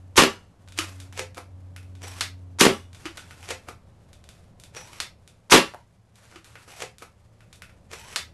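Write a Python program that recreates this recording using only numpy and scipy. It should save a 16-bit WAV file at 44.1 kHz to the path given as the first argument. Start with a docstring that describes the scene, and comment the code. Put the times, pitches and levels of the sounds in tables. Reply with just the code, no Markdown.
"""A homemade spring-and-plunger dart blaster of plastic pipe fires three times in a small workshop.
Each shot is a trigger tick, a rush of air and a blast, with the plunger thumping home. Then the breech
pops open, the slide scrapes back to its stop, a dart is tapped in, and the slide runs forward and snaps
shut. Each hit is a crunch of noise ringing the part it strikes. The last dart lands across the room,
and an engine drones far outside."""
import sys
import numpy as np
from scipy import signal
from scipy.fft import rfft, irfft, next_fast_len
from scipy.io import wavfile
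from scipy.ndimage import uniform_filter1d

SR = 44100
rng = np.random.default_rng(int(sys.argv[2]) if len(sys.argv) > 2 else 0)


def materialize(psi):
    """Save the field psi as 16-bit PCM at rate SR to the path in sys.argv[1].

    A 1-D psi becomes a single channel; in a 2-D psi each row is a channel.
    """
    bounded = np.clip(np.atleast_2d(psi).T, -1, 1)
    quanta = np.round(bounded * 32767).astype(np.int16)
    wavfile.write(sys.argv[1], SR, quanta)


N = 367649
TIME = np.arange(N) / SR
AGE = TIME[:16384]  # seconds since a hit

# Far engine's firing rate: time_s, pitch_hz
ENGINE_PITCH = [(0, 92), (.9, 93), (2.4, 91), (3.1, 86.5), (3.55, 87), (4.2, 77.5), (8.34, 79)]
# Its harmonics: multiple, gain_db
ENGINE_HARMONICS = [(1, 1.5), (2, -20), (3, -16), (4, -29)]
# Its swells and fades: time_s, level_db
ENGINE_LEVEL = [(0, -46), (.55, -55.5), (.8, -42.5), (1, -40), (1.35, -51), (1.65, -42), (2.85, -45.5),
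                (3.15, -60.5), (3.53, -47.5), (4.2, -66.5), (8, -69), (8.3, -50)]
# Low wash of the surroundings: freq_hz, gain_db
WASH_EQ = [(25, -12), (50, -12.5), (80, -4), (110, -6.5), (140, -11.5), (175, -10), (260, -20.5),
           (430, -23.5), (560, -20.5), (800, -27), (1050, -29.5), (1500, -37.5), (4000, -46), (12000, -55)]
# Its slow drift: time_s, level_db
WASH_LEVEL = [(0, -54), (4.9, -52.5), (5.95, -59.5), (7.2, -57), (7.8, -53)]
# A hand or sleeve slides along the pipe: start_s, length_s, level_db
RUBS = [(0.814, 0.036, -40), (0.895, 0.17, -58.5), (2.965, 0.63, -55.5), (4.302, 0.089, -65),
        (6.165, 0.21, -60.5), (6.456, 0.044, -54.5), (6.58, 0.27, -59)]
# Tone of that rustle: freq_hz, gain_db
RUB_EQ = [(100, -8.5), (500, -0.5), (1400, 1), (2500, -3.5), (4000, -6.5), (7000, -7), (12000, -12)]
# Shots: trigger_s, blast_s, blast_db, rush_db, blast_length_s, tilt_db_per_octave, chirp_db
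SHOTS = [(.158, 0.1767, -7, -20, 0.016, -0.65, -33.5), (2.587, 2.609, -10.5, -20, 0.0093, 1.8, -24),
         (5.498, 5.5207, -5.5, -19.5, 0.018, 0, -23.5)]
# Tone of the blast and trigger: freq_hz, gain_db
BLAST_EQ = [(30, -11), (90, -12), (160, -7.5), (400, 1), (700, -6.5), (1050, -0.5), (1700, -2.5),
            (3000, -4), (6000, -9.5), (12000, -18)]
# The barrel's ring: pitch_hz, width_hz, lift_db
BARREL_MODES = [(954, 58, 7), (1080, 25, 2.5), (1155, 20, 5.5), (1964, 11, 1), (2510, 46, 3), (2880, 96, 5),
                (4953, 36, -1.5), (6930, 16, 6)]
# Hiss of rushing air and scraping pipe: freq_hz, gain_db
HISS_EQ = [(100, -17.5), (350, -4), (800, -2), (2200, -1.5), (4000, -6), (7000, -9), (12000, -11)]
# Plunger hits and rebounds: start_s, level_db, tilt_db_per_octave, contact_s
THUMPS = [(.178, -20, 3, 0.0021), (.191, -16, -0.5, 0.0018), (.222, -16.5, 0.17, 0.0019),
          (.236, -20, 1.5, 0.0022), (2.613, -16, -3.5, 0.0056), (2.634, -20, -4.5, 0.0032),
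          (2.652, -15.5, 0.5, 0.0042), (2.665, -12.5, -2, 0.0035), (5.540, -9, -1, 0.0071),
          (5.548, -17, 1, 0.0053), (5.562, -16.5, 0.5, 0.0018), (5.579, -22, 1, 0.002)]
# Tone of a thump: freq_hz, gain_db
THUMP_EQ = [(30, -21), (90, -17), (160, -5.5), (250, -7), (430, -3.5), (700, -7.5), (1200, -11),
            (3000, -12.5), (12000, -30)]
# The plunger tube's ring: pitch_hz, width_hz, lift_db
TUBE_MODES = [(222, 17, 7), (251, 16, 10), (318, 19, 9), (392, 21, 9), (460, 35, 5), (524, 20, 6)]
# Catch and loose fittings: start_s, level_db, tilt_db_per_octave, contact_s
CLICKS = [(.6765, -56.5, -5, .001), (.686, -54.5, 0, .002), (.7224, -51.5, -1, .001),
          (.777, -38, -0.5, 0.0038), (1.0012, -46.5, 1, 0.002), (1.3464, -53.5, 0.5, .001),
          (1.9526, -58, -2, 0.0029), (2.9308, -55, -1, .002), (2.947, -51.5, -1, .0046),
          (3.1718, -42, -0.5, .0044), (4.1306, -54.5, -0.2, .003), (4.2404, -57.5, -1, 0.0012),
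          (4.2898, -50.5, 0, 0.00056), (4.599, -52, 3, .001), (4.637, -49, 1, 0.0013),
          (5.2765, -53, 0.6, 0.0009), (6.1565, -59, 1, 0.0031), (6.4444, -53, 1, .004),
          (6.7636, -55, 1, .002), (6.9836, -51, 1.5, .001), (7.5284, -50.5, -0.5, 0.0041),
          (7.5578, -57, 3.5, 0.0008)]
# Tone of a click: freq_hz, gain_db
CLICK_EQ = [(100, -21), (500, -15), (1000, -6.5), (1400, -4.5), (2800, -4.5), (4500, -5.5), (7000, -4),
            (12000, -10.5)]
# The catch's ring: pitch_hz, width_hz, lift_db
CATCH_MODES = [(1500, 52, 7.5), (2410, 130, 6), (3650, 540, 6.5), (4570, 94, 3.5)]
# The breech opens: start_s, level_db, tilt_db_per_octave, contact_s
POPS = [(.7877, -24, -1.06, 0.004), (3.0555, -32.5, -4, 0.011), (6.358, -45.5, -4.5, 0.0087)]
# Tone of a pop: freq_hz, gain_db
POP_EQ = [(100, -18), (220, -22), (340, -7), (480, -19), (800, -11), (1300, -6.5), (2500, 2), (3700, -4.5),
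          (6000, -3.5), (12000, -11.5)]
# Air ringing in the barrel: pitch_hz, width_hz, lift_db
BORE_MODES = [(323, 24, 17.5), (1260, 98, 11), (2420, 55, 1.5), (2990, 36, 9), (4770, 47, 7.5)]
# The slide goes back: stop_s, travel_s, scrape_db, clack_db, contact_s
PUSHES = [(1.1934, .07, -46, -30, 0.0048), (3.5059, .11, -46, -30.5, 0.007),
          (6.8211, .145, -45, -33, 0.0054)]
# Squeaky edge of pipe on pipe: pitch_hz, width_hz, lift_db
SCRAPE_MODES = [(2480, 60, 6.5), (3050, 110, 4.5), (5530, 78, 9), (6010, 90, 8), (7760, 180, 7)]
# Tone of the slide's clack: freq_hz, gain_db
CLACK_EQ = [(100, -13), (250, -11.5), (420, 6.5), (620, 0.5), (1000, -1), (2300, 1.5), (4000, -6),
            (7000, -6), (12000, -16.5)]
# The slide's ring, with one notch: pitch_hz, width_hz, lift_db
SLIDE_MODES = [(450, 17, 2.5), (516, 10, 10), (734, 11, 6.5), (1550, 31, -12.5), (2520, 31, 5.5)]
# Knocks that ring the pipe: mostly hand and grip bumping it, plus a short ringing squeal as the third push sets
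# off at 6.678 s: start_s, level_db, tilt_db_per_octave, contact_s
KNOCKS = [(1.371, -44, 0.82, 0.0071), (1.379, -38, 0.35, 0.0061), (3.686, -38, 0.37, 0.0072),
          (6.678, -51.5, -0.6, 0.011), (7.022, -42, 1, 0.0098)]
# Tone of a knock: freq_hz, gain_db
KNOCK_EQ = [(100, -12), (330, 1.5), (600, -4), (900, -3), (1400, -1), (1800, -10), (2400, -9.5),
            (3200, -14), (7000, -17), (12000, -21)]
# The pipe wall's ring: pitch_hz, width_hz, lift_db
PIPE_MODES = [(507, 65, 6.5), (713, 27, 8.5), (1260, 68, 7.5), (2330, 260, 5.5)]
# A dart is seated: start_s, level_db, tilt_db_per_octave, contact_s
TAPS = [(1.763, -45.5, 2, .001), (1.8293, -59.5, 3, .002), (3.178, -44.5, -3.5, 0.0016),
        (3.309, -47.5, -0.3, 0.0039), (6.3241, -54.5, -5.5, 0.0029), (6.5546, -46.5, -2.5, 0.0045),
        (7.4062, -58, -0.5, 0.0016), (7.6207, -44, 0.68, 0.00077), (7.694, -58, -0.5, 0.0074)]
# Tone of a tap: freq_hz, gain_db
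TAP_EQ = [(100, -24), (500, -5), (1000, -6), (1400, 3.5), (2400, 0), (3600, -7), (7000, -13),
          (12000, -14.5)]
# The dart socket's ring: pitch_hz, width_hz, lift_db
SOCKET_MODES = [(1470, 9.2, 9.5), (2060, 15, 7), (2590, 130, 5), (5300, 24, 11), (5800, 34, 6)]
# The slide runs shut: start_s, snap_s, scrape_db, squeak_db, clack_db, snap_db, snap_contact_s
CLOSINGS = [(2.0364, 2.2085, -44, -41, -42, -25, 0.0049), (4.766, 5.002, -49, -34, -40, -29, 0.0043),
            (7.932, 8.160, -46.5, -50, -38.5, -25.5, .0045)]
# Tone of the snap: freq_hz, gain_db
SNAP_EQ = [(100, -29), (300, -11.5), (700, -9.5), (1400, -1), (2400, -4.5), (4300, -3), (6000, -7),
           (8500, -10), (12000, -17.5)]
# The breech coupler's ring: pitch_hz, width_hz, lift_db
COUPLER_MODES = [(2143, 60, 4), (2692, 70, 4), (3600, 120, 4), (4285, 90, 6), (4818, 60, 4)]
# The last dart lands and bounces: start_s, level_db, tilt_db_per_octave, contact_s
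LANDINGS = [(5.738, -46, 0.0032, 0.0013), (5.745, -42, 0, 0.0019)]
# Tone of the landing: freq_hz, gain_db
LANDING_EQ = [(100, -24), (330, -5), (620, 3.5), (1000, -2.5), (1500, -3.5), (2500, -18), (6000, -27),
              (12000, -24)]
# The floor's ring: pitch_hz, width_hz, lift_db
FLOOR_MODES = [(724, 82, 6), (913, 99, 8)]
# Time the workshop's tail takes to fall 60 dB: freq_hz, decay_s
ROOM_DECAY = [(60, 0.23), (250, 0.18), (1000, 0.2), (3000, 0.23), (7000, 0.17), (12000, 0.2)]


def amp(db):
    """Decibels to gain."""
    return 10 ** (np.asarray(db) / 20)


def curve(rows, at):
    """Straight lines through the rows of a table."""
    return np.interp(at, *np.transpose(rows))


def over_hz(points, hz):
    """Straight lines on a log-frequency axis."""
    freqs, values = np.transpose(points)
    return np.interp(np.log(hz + 1), np.log(freqs), values)


def steady(x, db):
    """Set the rms level of a sustained sound."""
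    return x * amp(db) / np.std(x)


def brief(x, db):
    """Set the level of a transient, its energy counted over 30 ms."""
    return x * amp(db) * np.sqrt(.03 * SR / np.sum(x ** 2))


def add(out, start_s, x):
    """Mix x in at start_s."""
    i = max(int(start_s * SR), 0)
    out[i:i + len(x)] += x[:N - i]


def causal(x, gain_at):
    """Minimum-phase EQ: it rings only after the hit."""
    n = 2 * next_fast_len(len(x) // 2 + 2048)
    cepstrum = irfft(np.log(gain_at(np.arange(n // 2 + 1) * SR / n)))
    cepstrum[1:n // 2] *= 2
    cepstrum[n // 2 + 1:] = 0
    return irfft(rfft(x, n) * np.exp(rfft(cepstrum)))[:len(x)]


def body(x, eq, modes=(), tilt_db=0):
    """A broad EQ, tilted per octave, with ringing modes standing out of it."""
    def gain_at(hz):
        lift = 1 + sum((amp(db) ** 2 - 1) / (1 + (2 * (hz - pitch) / width) ** 2)
                       for pitch, width, db in modes)
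        tone_db = over_hz(eq, hz) + tilt_db * np.log2(np.maximum(hz, 200))
        return amp(tone_db) * np.sqrt(np.maximum(lift, .1))
    return causal(x, gain_at)


def whiten(x, bins=32):
    """Spread the energy of a short noise evenly over frequency."""
    power = uniform_filter1d(uniform_filter1d(np.abs(rfft(x)) ** 2, bins), bins) + 1e-9
    return causal(x, lambda hz: np.interp(hz, np.linspace(0, SR / 2, len(power)), power) ** -.5)


def burst(envelope):
    """White noise under an envelope."""
    return whiten(rng.standard_normal(len(AGE)) * envelope)


def wobble(rate_hz, n=N):
    """Smooth random modulation with a spread near 1."""
    hold = int(SR / rate_hz)
    steps = np.repeat(rng.standard_normal(n // hold + 2), hold)
    return steady(uniform_filter1d(steps, hold), 0)[:n]


def friction(n, grain_db, patchy_db):
    """Dense tiny slips of uneven size that come in patches."""
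    return rng.standard_normal(n) * amp(grain_db * wobble(1500, n) + patchy_db * wobble(60, n))


def impacts(hits, eq, modes, grind_db=-30, grind_s=0.01):
    """The parts grind as they meet; then a short crunch rings the struck part."""
    out, lead = np.zeros(N), int(.03 * SR)
    for start, db, tilt_db, contact in hits:
        crunch = np.pad(brief(burst(np.exp(-AGE / contact)), 0), (lead, 0))
        grind = rng.standard_normal(lead) * np.exp(-AGE[:lead][::-1] / grind_s)
        crunch[:lead] += brief(grind, grind_db)
        add(out, start - lead / SR, brief(body(crunch, eq, modes, tilt_db), db))
    return out


def far_engine():
    """A distant drone swells and fades as its firing rate sags."""
    phase = 2 * np.pi * np.cumsum(curve(ENGINE_PITCH, TIME)) / SR
    drone = sum(amp(db + 1.1 * wobble(4.3)) * np.sin(k * phase) for k, db in ENGINE_HARMONICS)
    return steady(drone, 0) * amp(curve(ENGINE_LEVEL, TIME))


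def ambience(hum_hz=110.7, hum_db=-62.5):
    """A bed of faint, fluttering hum and the low wash of the surroundings."""
    hum = steady(np.sin(2 * np.pi * hum_hz * TIME) * amp(2 * wobble(23)), hum_db)
    wash = steady(body(rng.standard_normal(N), WASH_EQ), 0)
    return hum + wash * amp(curve(WASH_LEVEL, TIME) + 0.27 * wobble(3.7))


def hand_rustle(grip_db=-70.5, attack_s=0.021, release_s=.03):
    """Skin and cloth rustle faintly on the pipe; each rub swells, holds and dies away."""
    pressure = amp(grip_db)
    for start, length, db in RUBS:
        attack = np.clip(1 + (TIME - start) / attack_s, 0, 1)
        release = np.exp(-np.maximum(TIME - start - length, 0) / release_s)
        pressure = pressure + amp(db) * attack * release
    return steady(body(friction(N, grain_db=2.5, patchy_db=2.5), RUB_EQ), 0) * pressure


def shots(trigger_db=-35, rush_hz=6000, chirp_hz=800, buzz_db=-20, buzz_decay_s=0.049):
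    """The trigger lets go, air rushes ahead of the plunger, and the dart leaves with a chirp and blast."""
    out = np.zeros(N)
    for trigger, blast, blast_db, rush_db, length, tilt_db, chirp_db in SHOTS:
        tick = body(burst(np.exp(-AGE / 0.017)), BLAST_EQ, BARREL_MODES)
        add(out, trigger, brief(tick, trigger_db))
        # leaking air hisses louder as the plunger gathers speed, until the dart is out
        rush = burst((1 - np.exp(-AGE / .005)) ** 6 * (AGE < blast - trigger))
        add(out, trigger, brief(body(rush, HISS_EQ, [(rush_hz, 900, 10)], tilt_db=3), rush_db))
        # the air column ahead of the dart shortens, so its pitch shoots up
        travel = np.linspace(0, 1, int(.007 * SR))
        pitch = chirp_hz / (1 - .85 * travel)
        chirp = np.sin(2 * np.pi * np.cumsum(pitch) / SR) * travel * np.sqrt(1 - travel)
        add(out, blast - len(travel) / SR, brief(chirp, chirp_db))
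        muzzle_crack = 0.15 * np.exp(-AGE / 0.0015)
        tube_emptying = np.exp(-(AGE / length) ** 2)
        spring_buzz = amp(buzz_db) * np.exp(-AGE / buzz_decay_s)
        bang = burst(muzzle_crack + tube_emptying + spring_buzz)
        add(out, blast, brief(body(bang, BLAST_EQ, BARREL_MODES, tilt_db), blast_db))
    return out


def plunger_thumps():
    """The plunger hits the end of its tube and rebounds."""
    return impacts(THUMPS, THUMP_EQ, TUBE_MODES)


def fitting_clicks():
    """The catch and loose fittings click, light and bright."""
    return impacts(CLICKS, CLICK_EQ, CATCH_MODES)


def breech_pops():
    """The breech pops open and the air in the barrel rings."""
    return impacts(POPS, POP_EQ, BORE_MODES, grind_db=-16)


def sing(hz, width_hz):
    """A resonance kept ringing by friction, uneven in strength and phase."""
    phase, n = 2 * np.pi * np.cumsum(hz) / SR, len(hz)
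    return steady(wobble(width_hz, n) * np.sin(phase) + wobble(width_hz, n) * np.cos(phase), 0)


def slide_scrape(length_s, first_hz, last_hz, db, column_db, swell_db=0, squeak_db=-90):
    """Pipe scrapes in pipe, squeaking at first; the enclosed air glides in pitch as its length changes."""
    n = int(length_s * SR)
    scrape = steady(body(friction(n, grain_db=4, patchy_db=3), HISS_EQ, SCRAPE_MODES), 0)
    column = sing(1 / np.linspace(1 / first_hz, 1 / last_hz, n), width_hz=200)
    squeak = sum(sing(np.full(n, hz), width_hz=300) for hz in (5660, 5900)) / 2
    squeak *= amp(squeak_db) * np.exp(-TIME[:n] / .03)
    slide = (scrape + amp(column_db) * column) * amp(np.linspace(db - swell_db, db, n))
    return (slide + squeak) * signal.windows.tukey(n, .1)


def catch_tick(clack_s, clack_db, lead_s=0.017, tilt_db=0.6, contact_s=0.0014):
    """The light hit of the catch just ahead of a clack."""
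    return clack_s - lead_s, clack_db - 9, tilt_db, contact_s


def slide_back(first_hz=846, last_hz=653, rebound_s=0.015):
    """The scrape builds and the lengthening air column falls; the slide clacks on its stop and bounces."""
    out, hits = np.zeros(N), []
    for stop, travel, scrape_db, clack_db, contact in PUSHES:
        scrape = slide_scrape(travel, first_hz, last_hz, scrape_db, column_db=-9.5, swell_db=6)
        add(out, stop - travel, scrape)
        clack = (stop, clack_db, .1, contact)
        rebound = (stop + rebound_s, clack_db - 9, -5.5, 0.004)  # softer and duller
        hits += [catch_tick(stop, clack_db), clack, rebound]
    return out + impacts(hits, CLACK_EQ, SLIDE_MODES, grind_db=-7, grind_s=0.012)


def pipe_knocks():
    """Hand and grip bump the pipe and ring its wall; a short squeal rings out as the third push sets off."""
    return impacts(KNOCKS, KNOCK_EQ, PIPE_MODES, grind_db=-11)


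def dart_taps():
    """Hollow taps as the dart is seated in the barrel."""
    return impacts(TAPS, TAP_EQ, SOCKET_MODES)


def slide_forward(first_hz=752, last_hz=1300, lead_s=.012, tilt_db=-0.15, contact_s=0.0099):
    """The slide breaks free with a clack and squeak, then scrapes home; the shortening air column rises."""
    out, hits = np.zeros(N), []
    for start, snap, scrape_db, squeak_db, clack_db, _, _ in CLOSINGS:
        begin = start - lead_s
        scrape = slide_scrape(snap - begin, first_hz, last_hz, scrape_db,
                              column_db=-10, squeak_db=squeak_db)
        add(out, begin, scrape)
        hits += [catch_tick(start, clack_db), (start, clack_db, tilt_db, contact_s)]
    return out + impacts(hits, CLACK_EQ, SLIDE_MODES, grind_db=-7.5)


def breech_snaps(tilt_db=0.45):
    """The breech snaps shut at the end of each forward run, ringing the coupler."""
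    hits = [(snap, db, tilt_db, contact) for _, snap, _, _, _, db, contact in CLOSINGS]
    return impacts(hits, SNAP_EQ, COUPLER_MODES, grind_db=-32)


def dart_landing():
    """The last dart hits the floor across the room and bounces."""
    return impacts(LANDINGS, LANDING_EQ, FLOOR_MODES)


def workshop(x, wet_db, build_s=0.00037, wall_s=.008, wall_gain=.25):
    """Direct sound, a slap off the near wall and a short, dense tail."""
    noise = rfft(rng.standard_normal(len(AGE)))
    hz = np.linspace(0, SR / 2, len(noise))
    octave = np.round(np.log2(np.maximum(hz, 64)))
    tail = sum(irfft(noise * (octave == k)) * 10 ** (-3 * AGE / over_hz(ROOM_DECAY, 2 ** k))
               for k in np.unique(octave))
    response = tail * (1 - np.exp(-AGE / build_s))
    response *= amp(wet_db) / np.linalg.norm(response)
    response[0] += 1
    response[int(wall_s * SR)] += wall_gain
    response = whiten(response, bins=14)
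    return signal.fftconvolve(x, response / np.linalg.norm(response))[:N]


def scene():
    """The mono mix: each group of parts gets its own amount of room, over the engine and ambience."""
    firing = workshop(shots(), wet_db=1) + workshop(plunger_thumps(), wet_db=-2.5)
    landing = workshop(dart_landing(), wet_db=-3.5)
    opening = workshop(breech_pops(), wet_db=-1)
    pumping = slide_back() + slide_forward() + pipe_knocks() + hand_rustle()
    loading = fitting_clicks() + dart_taps()
    closing = workshop(breech_snaps(), wet_db=0.5)
    handling = workshop(pumping, wet_db=-1.5) + workshop(loading, wet_db=2.5)
    return (firing + landing + opening + closing + handling + far_engine() + ambience())[None]


def record(dry, top_hz=12000, ceiling=.65):
    """The microphone flattens the peaks of the shots; the top end is cut steeply."""
    high_cut = signal.ellip(10, .2, 80, top_hz, fs=SR, output="sos")
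    heard = signal.sosfilt(high_cut, dry)
    limited = heard / (1 + (heard / ceiling) ** 6) ** (1 / 6)
    return signal.sosfilt(high_cut, limited)


dry = scene()
out = record(dry)
materialize(out)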